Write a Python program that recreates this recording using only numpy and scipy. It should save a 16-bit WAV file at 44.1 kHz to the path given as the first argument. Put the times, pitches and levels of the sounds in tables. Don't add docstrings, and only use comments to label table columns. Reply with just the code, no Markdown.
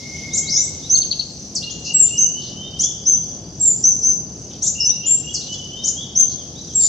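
import sys
import numpy as np
from scipy import signal
from scipy.fft import rfft, irfft, next_fast_len
from scipy.io import wavfile
from scipy.ndimage import map_coordinates

SR = 44100
rng = np.random.default_rng(int(sys.argv[2]) if len(sys.argv) > 2 else 0)


def decibels_to_gain(level_db):
    exponent = np.asarray(level_db, float) / 20
    return 10 ** exponent


def generate_wav(signal):
    frames = np.transpose(np.atleast_2d(signal))
    scaled = np.clip(frames, -1, 1) * 32767
    pcm = np.round(scaled).astype(np.int16)
    wavfile.write(sys.argv[1], SR, pcm)


N = 303408


def noise(*shape):
    return rng.standard_normal(shape)


def unit(x):
    return x / np.sqrt(np.mean(x ** 2) + 1e-20)


def along(points, hz):
    f, v = np.transpose(points)
    return np.interp(np.log(hz + 1), np.log(f + 1), v)


def curves(rows, size):
    s, *cols = np.transpose(rows)
    return [np.interp(np.arange(size) / SR, s, c) for c in cols]


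def wobble(rate, size):
    knots = noise(int(size * rate / SR) + 4)
    return map_coordinates(knots, [np.arange(size) * rate / SR])


def filtered(x, response):
    m = next_fast_len(N + 8192)
    return irfft(rfft(x, m) * response(np.fft.rfftfreq(m, 1 / SR)), m)[..., :N]


def rush(gain, alike):
    def turned(hz):
        angle = np.arccos(np.clip(alike(hz), -1, 1)) / 2
        return gain(hz) * [np.cos(angle), np.sin(angle)]

    mid, side = filtered(noise(2, N), turned)
    return unit(np.array([mid + side, mid - side]))


def whistle(hz, db, shake_hz, flutter_db, pace=300):
    phase = 2 * np.pi * np.cumsum(hz + shake_hz * wobble(pace, size=len(hz))) / SR
    level = decibels_to_gain(db + flutter_db * wobble(120, size=len(hz)))
    overtone_db = -37 - 12.5 * np.abs(hz - 4500) / 1000
    return level * (np.sin(phase) + decibels_to_gain(overtone_db) * np.sin(2 * phase))


def add(out, note, s, pan_db, echo_db, near_t60=0.42, close_db=8, alike=0.52):
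    t = np.arange(2 * SR // 5) / SR
    shared, own = noise(len(t)), noise(2, len(t))
    share = np.clip(alike, 0, 1)
    tail = np.sqrt(share) * shared + np.sqrt(1 - share) * own
    tail *= 1 - np.exp(-t / 0.0039)
    tail *= decibels_to_gain(close_db - 60 * t / 0.059) + decibels_to_gain(-60 * t / near_t60)
    tail *= np.cos(np.pi / 2 * t / t[-1])
    path = decibels_to_gain(echo_db) * unit(tail) / np.sqrt(len(t))
    path[:, 0] = 1
    heard = signal.fftconvolve(note[None], path * decibels_to_gain([[pan_db / 2], [-pan_db / 2]]), axes=1)
    start = max(round(s * SR), 0)
    out[:, start:start + heard.shape[1]] += heard[:, :N - start]


def stroke(length_s, start_hz, settle_hz, glide_s, attack_s, release_s, db, fade_db,
           delay_s=0, sag_hz=0, drop_hz=0, drop_s=0.013, drop_power=2):
    t = np.arange(int(length_s * SR)) / SR

    def last(s):
        return np.clip(1 - (length_s - t) / s, 0, 1)

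    hz = settle_hz + (start_hz - settle_hz) * np.exp(-t / glide_s)
    hz = hz - sag_hz * t / length_s - drop_hz * last(drop_s) ** drop_power
    gain = np.clip(t / attack_s, 0, 1) ** 2 * (1 - last(release_s)) ** 2
    return delay_s, hz, gain * decibels_to_gain(db - fade_db * t / length_s)


def hoarse_note(length_s, hz, spread_hz, db):
    u = np.linspace(0, 1, int(length_s * SR))
    thrown = hz + 1.4 * spread_hz * np.tanh(wobble(1800, size=len(u)))
    return np.sin(np.pi * u) ** 0.28 * whistle(thrown, db, shake_hz=30, flutter_db=3.5)


def sunbird_voice(hz, db, hoarse):
    return whistle(hz, db, shake_hz=150 * hoarse, flutter_db=1.5 + 0.92 * hoarse, pace=450)


RISE = dict(length_s=.094, start_hz=4480, settle_hz=6398, glide_s=.0095, sag_hz=329.8, drop_hz=600, attack_s=0.015, release_s=0.0078, db=-2.5, fade_db=-0.5)
FALL = dict(length_s=.134, start_hz=8450, settle_hz=7566, glide_s=.006, sag_hz=-31, drop_hz=619, drop_s=.078, drop_power=1, attack_s=0.018, release_s=0.021, db=-1.5, fade_db=0.4)
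DIVE = dict(length_s=.05, start_hz=9200, settle_hz=4000, glide_s=.0082, attack_s=0.0096, release_s=.008, db=10, fade_db=42)
ARCH = dict(length_s=.12, start_hz=6730, settle_hz=7485, glide_s=.019, drop_hz=100, attack_s=0.014, release_s=.022, db=-6, fade_db=3)
CHIP = dict(length_s=.036, start_hz=4080, settle_hz=4437, glide_s=0.0025, drop_hz=2530, drop_s=.025, drop_power=1.1, attack_s=0.0071, release_s=0.0073, db=14, fade_db=45)
FLICK_A = dict(length_s=0.055, start_hz=4900, settle_hz=7800, glide_s=.021, attack_s=0.01, release_s=0.018, db=0.4, fade_db=4.5)
FLICK_B = dict(delay_s=.042, length_s=.038, start_hz=4300, settle_hz=10700, glide_s=.036, drop_hz=1500, drop_s=.016, drop_power=1.2, attack_s=.017, release_s=.021, db=8, fade_db=5)
FLICK_ECHO = dict(delay_s=.049, length_s=.028, start_hz=4400, settle_hz=10200, glide_s=0.04, attack_s=.014, release_s=.011, db=-0.5, fade_db=1)
FLICK_HIGH = dict(delay_s=.005, length_s=.051, start_hz=6680, settle_hz=6620, glide_s=.005, sag_hz=-3300, attack_s=.007, release_s=.006, db=-17, fade_db=25.5)
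# start in seconds, level in dB, pitch factor, length factor, left over right in dB.
RISES = [
    (0.887, -10.5, 1.02, 1.18, -2),
    (2.168, -9, 1.008, 1.08, 0),
    (3.05, -9, 1, 1.05, 2),
    (3.826, -9, 1, 1.1, 1),
    (4.019, -11.5, 1.005, 1.07, 3),
    (6.148, -9, 1.013, 1, 2.9),
]
FALLS = [
    (1.931, -8, 1.007, 1.09, 3.7),
    (3.592, -10, 0.98, 1.136, 1),
    (6.741, -9.5, .99, 1.01, 2.5),
]
FLICKS = [
    (0.327, -17.5, 1.017, 0.93, 2.5),
    (2.788, -17, 0.96, 0.91, 2),
    (4.617, -16.5, 1.014, 1.01, 2.5),
    (5.833, -18, 0.97, 0.83, 2.5),
]
DIVES = [
    (1.548, -15.5, 1.056, 1.01, 1.5),
    (5.336, -20.5, 1.034, 1.01, 2.4),
]
CHIPS = [
    (.948, -18.5, 1.01, 0.97, 4.8),
    (1.013, -17.5, 0.995, 0.9, 3.6),
    (1.109, -18, 1.005, 0.89, 6.1),
    (1.192, -16.5, 1.005, 0.88, 5),
]
ARCHES = [
    (5.054, -7.5, 0.99, 1.01, 5.3),
]


def pulsed_calls(out):
    flick = [FLICK_A, FLICK_B, FLICK_ECHO, FLICK_HIGH]
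    # pulses, calls, hoarseness, echo in dB
    kinds = [([RISE], RISES, .45, 2.4), ([FALL], FALLS, .15, -1.2), ([DIVE], DIVES, .2, 5.2),
             (flick, FLICKS, .6, 3.5), ([CHIP], CHIPS, .7, -3.5), ([ARCH], ARCHES, .15, .6)]
    for shapes, calls, hoarse, echo_db in kinds:
        usual_db = np.mean([call[1] for call in calls])
        for s, db, pitch, stretch, pan_db in calls:
            note = np.zeros(SR // 5)
            for shape in shapes:
                delay_s, hz, gain = stroke(**shape)
                slow = np.arange(int(len(hz) * stretch)) / stretch
                gain = np.interp(slow, np.arange(len(gain)), gain)
                hz = np.interp(slow, np.arange(len(hz)), hz)
                pulse = gain * sunbird_voice(pitch * hz, db, hoarse)
                note[round(delay_s * stretch * SR):][:len(hz)] += pulse
            add(out, note, s, pan_db, echo_db + usual_db - db)


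# time from the start in seconds, pitch in Hz, level in dB.
CLIMB = [(0, 3700, -37.5), (.03, 3900, -15.5), (.05, 4970, -10), (.062, 6110, -8.5), (.12, 6550, -7.5),
         (.16, 7000, -11.5), (.2, 7630, -15), (.22, 7800, -42.5)]
DIP = [(0, 5960, -20.5), (.012, 5510, -3), (.028, 4920, -14), (.05, 5540, -3), (.065, 6180, -4),
       (.09, 6000, -2.5), (.105, 5830, -8.5), (.112, 5640, -29.5)]
HOP = [(0, 5050, -28.5), (.008, 5530, -0.5), (.025, 5233, -6.5), (.045, 5220, -0.5), (.06, 6064, -1),
       (.095, 5950, -2), (.11, 5704, 5), (.118, 5670, -33)]
# note shape, start in seconds, level in dB, left over right in dB.
WARBLES = [
    (CLIMB, .447, -11.5, 2.5),
    (DIP, .513, -10.5, 1.8),
    (HOP, 4.797, -14, 2.5),
]


def winding_calls(out):
    for shape, s, db, pan_db in WARBLES:
        hz, level_db = curves(shape, size=int(shape[-1][0] * SR))
        floor_db = max(shape[0][2], shape[-1][2])
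        fade = np.clip((level_db - floor_db) / 6, 0, 1)
        add(out, fade * sunbird_voice(1.005 * hz, db + level_db, hoarse=0.3), s, pan_db, echo_db=1.3)


RASP = dict(length_s=0.071, hz=6580, spread_hz=2000, db=-21.5)


def flick_rasps(out):
    for s, db, *_ in FLICKS:
        add(out, decibels_to_gain(db) * hoarse_note(**RASP), s, pan_db=2.0, echo_db=1.5)


def sunbird():
    out = np.zeros((2, N))
    pulsed_calls(out)
    winding_calls(out)
    flick_rasps(out)
    return out


LOW_WHISTLE = dict(length_s=.645, hz=2148, db=-33.5, swell_db=4.5, swells_per_s=10.2, first_swell_s=.063, arch_hz=18)


def low_whistler(length_s, hz, db, swell_db, swells_per_s, first_swell_s, arch_hz):
    out = np.zeros((2, N))
    t = np.arange(int(length_s * SR)) / SR
    swell = np.cos(2 * np.pi * swells_per_s * (t - first_swell_s))
    bead_phase = np.pi * np.cumsum(33 + 4 * wobble(9, size=len(t))) / SR
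    beads = np.abs(np.cos(bead_phase)) ** 0.45
    ends = np.sin(np.linspace(0, np.pi, len(t))) ** .2
    tone = whistle(hz + arch_hz * swell, db + swell_db * swell, shake_hz=9.6, flutter_db=1.5)
    add(out, ends * beads * tone, 0, pan_db=4.5, echo_db=-2, near_t60=1.0, close_db=-1)
    return out


# length in seconds, start pitch in Hz, end pitch in Hz.
STAIR = [
    (.087, 2780, 2830),
    (.075, 2745, 2827),
    (.105, 2761, 2915),
    (.1, 2900, 3030),
    (.11, 2990, 3110),
    (.078, 3100, 3450),
]
# start in seconds, level in dB.
STAIRS = [
    [(1.615, -31), (1.859, -28), (2.102, -28.5), (2.344, -30.5), (2.565, -31.5), (2.811, -31)],
    [(4.752, -29), (5.007, -31), (5.233, -33), (5.483, -31.5), (5.713, -29.5), (5.962, -30)],
]
# length in seconds, start pitch in Hz, end pitch in Hz.
HOOK = (.05, 3350, 3980)
SIGH = (0.058, 3900, 3110)
# start in seconds, level in dB.
HOOKS = [
    (.304, -37.5),
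    (.563, -37),
    (.826, -35.5),
    (4.64, -41.5),
    (4.893, -40),
    (6.552, -39),
    (6.819, -40),
]
SIGHS = [
    (4.505, -49),
    (6.373, -43.5),
    (6.676, -45),
]
# start in seconds, length in seconds, start pitch in Hz, end pitch in Hz, level in dB.
ANSWERS = [(0.425, 0.032, 3170, 3290, -45.5), (1.625, 0.021, 3070, 4270, -29),
           (1.694, .025, 2950, 3460, -37.5), (2.627, 0.066, 3550, 3686, -38),
           (2.731, 0.044, 2980, 3148, -35), (5.024, 0.09, 3055, 3254, -41), (5.276, 0.037, 3245, 3334, -34),
           (5.41, 0.031, 3600, 4280, -37), (5.539, 0.023, 3370, 3390, -34), (5.621, .08, 2950, 2975, -39.5),
           (5.766, 0.066, 3505, 3716, -37), (5.999, .05, 3485, 3776, -40)]
THIN_LEFT = [
    (1.257, 0.094, 7170, 7670, -53.5),
    (1.64, 0.013, 4300, 4360, -31),
    (1.697, 0.031, 4270, 7090, -29.5),
    (1.794, .07, 8030, 7480, -55.5),
    (3.957, 0.05, 7680, 6700, -41),
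    (4.371, 0.052, 9310, 7580, -60),
]


def far_whistlers(out):
    stairs = [(s, *step, db) for song in STAIRS for step, (s, db) in zip(STAIR, song)]
    hooks = [(s, *HOOK, db) for s, db in HOOKS]
    sighs = [(s, *SIGH, db) for s, db in SIGHS]
    for notes, pan_db in [(stairs, .3), (hooks, 4), (sighs, -.6), (ANSWERS, 1.3), (THIN_LEFT, 8)]:
        for s, length, start_hz, end_hz, db in notes:
            u = np.linspace(0, 1, int(length * SR))
            hz = end_hz + (start_hz - end_hz) * (1 - u) ** 2.18
            note = np.sin(np.pi * u) ** 0.39 * whistle(hz, db, shake_hz=19.9, flutter_db=1.5)
            add(out, note, s, pan_db, echo_db=1.0, near_t60=0.73, close_db=4.0)


# length in seconds, centre pitch in Hz, level in dB.
SCOLDS = [(0.05, 4300, -43), (.1, 3300, -48), (0.068, 5500, -29), (0.06, 3650, -47), (0.15, 4600, -38),
          (0.13, 4300, -49), (0.075, 3500, -48.5), (0.09, 3300, -46), (0.081, 4000, -40),
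          (0.027, 5700, -30), (.06, 5200, -37), (0.094, 5400, -31)]
SCOLD_S = [0.0, .15, 1.845, 2.055, 2.375, 3.6, 4.5, 5.03, 5.41, 5.525, 6.29, 6.8]


def far_scolds(out):
    for s, (length, hz, db) in zip(SCOLD_S, SCOLDS):
        add(out, hoarse_note(length, hz, .17 * hz, db), s, pan_db=3.5, echo_db=0)


def far_birds():
    out = np.zeros((2, N))
    far_whistlers(out)
    far_scolds(out)
    return out


def trees(birds, level_db, t60):
    t = np.arange(SR + SR // 4) / SR
    build_up = 1 - np.exp(-t / .08)
    tail = unit(noise(2, len(t)) * build_up * decibels_to_gain(-60 * t / t60)) / np.sqrt(len(t))
    dull = signal.sosfilt(signal.butter(6, 7000, fs=SR, output="sos"), tail)
    return birds + decibels_to_gain(level_db) * signal.oaconvolve(birds, dull, axes=1)[:, :N]


def insect_chorus():
    def band(hz):
        return 1 / (1 + ((hz - 6050) / 330) ** 2) ** 1.115

    throb = 1 + 0.33 * np.sin(2 * np.pi * np.cumsum(34 + 5 * wobble(3.7, size=N)) / SR)
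    level = decibels_to_gain(-39 + 2.7 * wobble(8.3, size=N))
    return level * throb * rush(band, lambda hz: .5 + 0 * hz)


# time in seconds, level in dB.
TRILL = [
    (0.0, -61),
    (.5, -52.5),
    (2.85, -47),
    (3.5, -44),
    (4.2, -49),
    (4.7, -40.5),
    (5.2, -48.5),
    (6.88, -44),
]


def insect_trill(out):
    trill_db, = curves(TRILL, size=N)
    u = np.cumsum(20.3 + 2.9 * wobble(5, size=N)) / SR % 1
    pulse = np.sin(np.pi * np.clip(u / 0.47, 0, 1)) ** 2
    tone = whistle(5050 - 1100 * u, trill_db + 3 * wobble(13, size=N), shake_hz=96.0, flutter_db=2.0)
    add(out, pulse * tone, 0, pan_db=7.0, echo_db=0.0, near_t60=0.38)


def insects():
    out = insect_chorus()
    insect_trill(out)
    return out


# level in dB, centre in Hz, 60 dB decay time in seconds.
TICK = (-39.5, 9501, 0.0056)


def leaf_drop():
    db, hz, t60 = TICK
    t = np.arange(SR // 50) / SR
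    edges = [max(hz - 2200, 100), min(hz + 3500, SR / 2 - 100)]
    bandpass = signal.butter(2, edges, "band", fs=SR, output="sos")
    burst = signal.sosfilt(bandpass, decibels_to_gain(-60 * t / t60) * noise(len(t)))
    return np.pad(decibels_to_gain(db + 16.5) * burst, (round(5.108 * SR), N))[:N]


# frequency in Hz, level in dB per Hz.
LEAVES = [(1500, -31), (2500, -20), (3300, -14.5), (4500, -7), (5500, -0.5), (7000, -11), (8000, -22),
          (9000, -29.5), (11000, -30.5), (15500, -45)]
# time in seconds, level in dB.
HISS = [
    (0.0, -39.5),
    (1.0, -40.5),
    (2.2, -48),
    (4.4, -48.5),
    (5.8, -45.5),
    (6.88, -42),
]


def leaf_hiss():
    spectrum = [(800, -120)] + LEAVES + [(16500, -120)]
    hiss = rush(lambda hz: decibels_to_gain(along(spectrum, hz)), lambda hz: 0.39 + 0 * hz)
    return decibels_to_gain(curves(HISS, size=N)[0] + 1.5 * wobble(3.8, size=N)) * hiss


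# frequency in Hz, level in dB per Hz.
AIR = [(15, -62), (25, -38.5), (44, -14.5), (80, -1), (108, -4.5), (146, 0), (389, -11.5), (738, -19),
       (997, -27.5), (2310, -40), (3000, -33), (3900, -49), (6600, -120)]
# frequency in Hz, likeness from 0 to 1.
ALIKE = [(30, 0.97), (400, 0.98), (1500, 0.84), (3000, 0.66)]


def distant_rumble():
    rumble = rush(lambda hz: decibels_to_gain(along(AIR + [(4000, -120)], hz)), lambda hz: along(ALIKE, hz))
    return decibels_to_gain(-36.5 + 0.96 * wobble(2.98, size=N)) * decibels_to_gain([[.9], [-.9]]) * rumble


def scene():
    near = trees(sunbird() + low_whistler(**LOW_WHISTLE), level_db=-15.0, t60=0.76)
    far = trees(far_birds(), level_db=-8.0, t60=1.78)
    return near + far + insects() + leaf_drop() + leaf_hiss() + distant_rumble()


def low_pass(x):
    return signal.sosfilt(signal.butter(12, 15830, fs=SR, output="sos"), x)


def record(dry):
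    held = dry / (1 + np.abs(dry / 0.74) ** 30) ** (1 / 30)
    return low_pass(held)


dry = scene()
out = record(dry)
generate_wav(out)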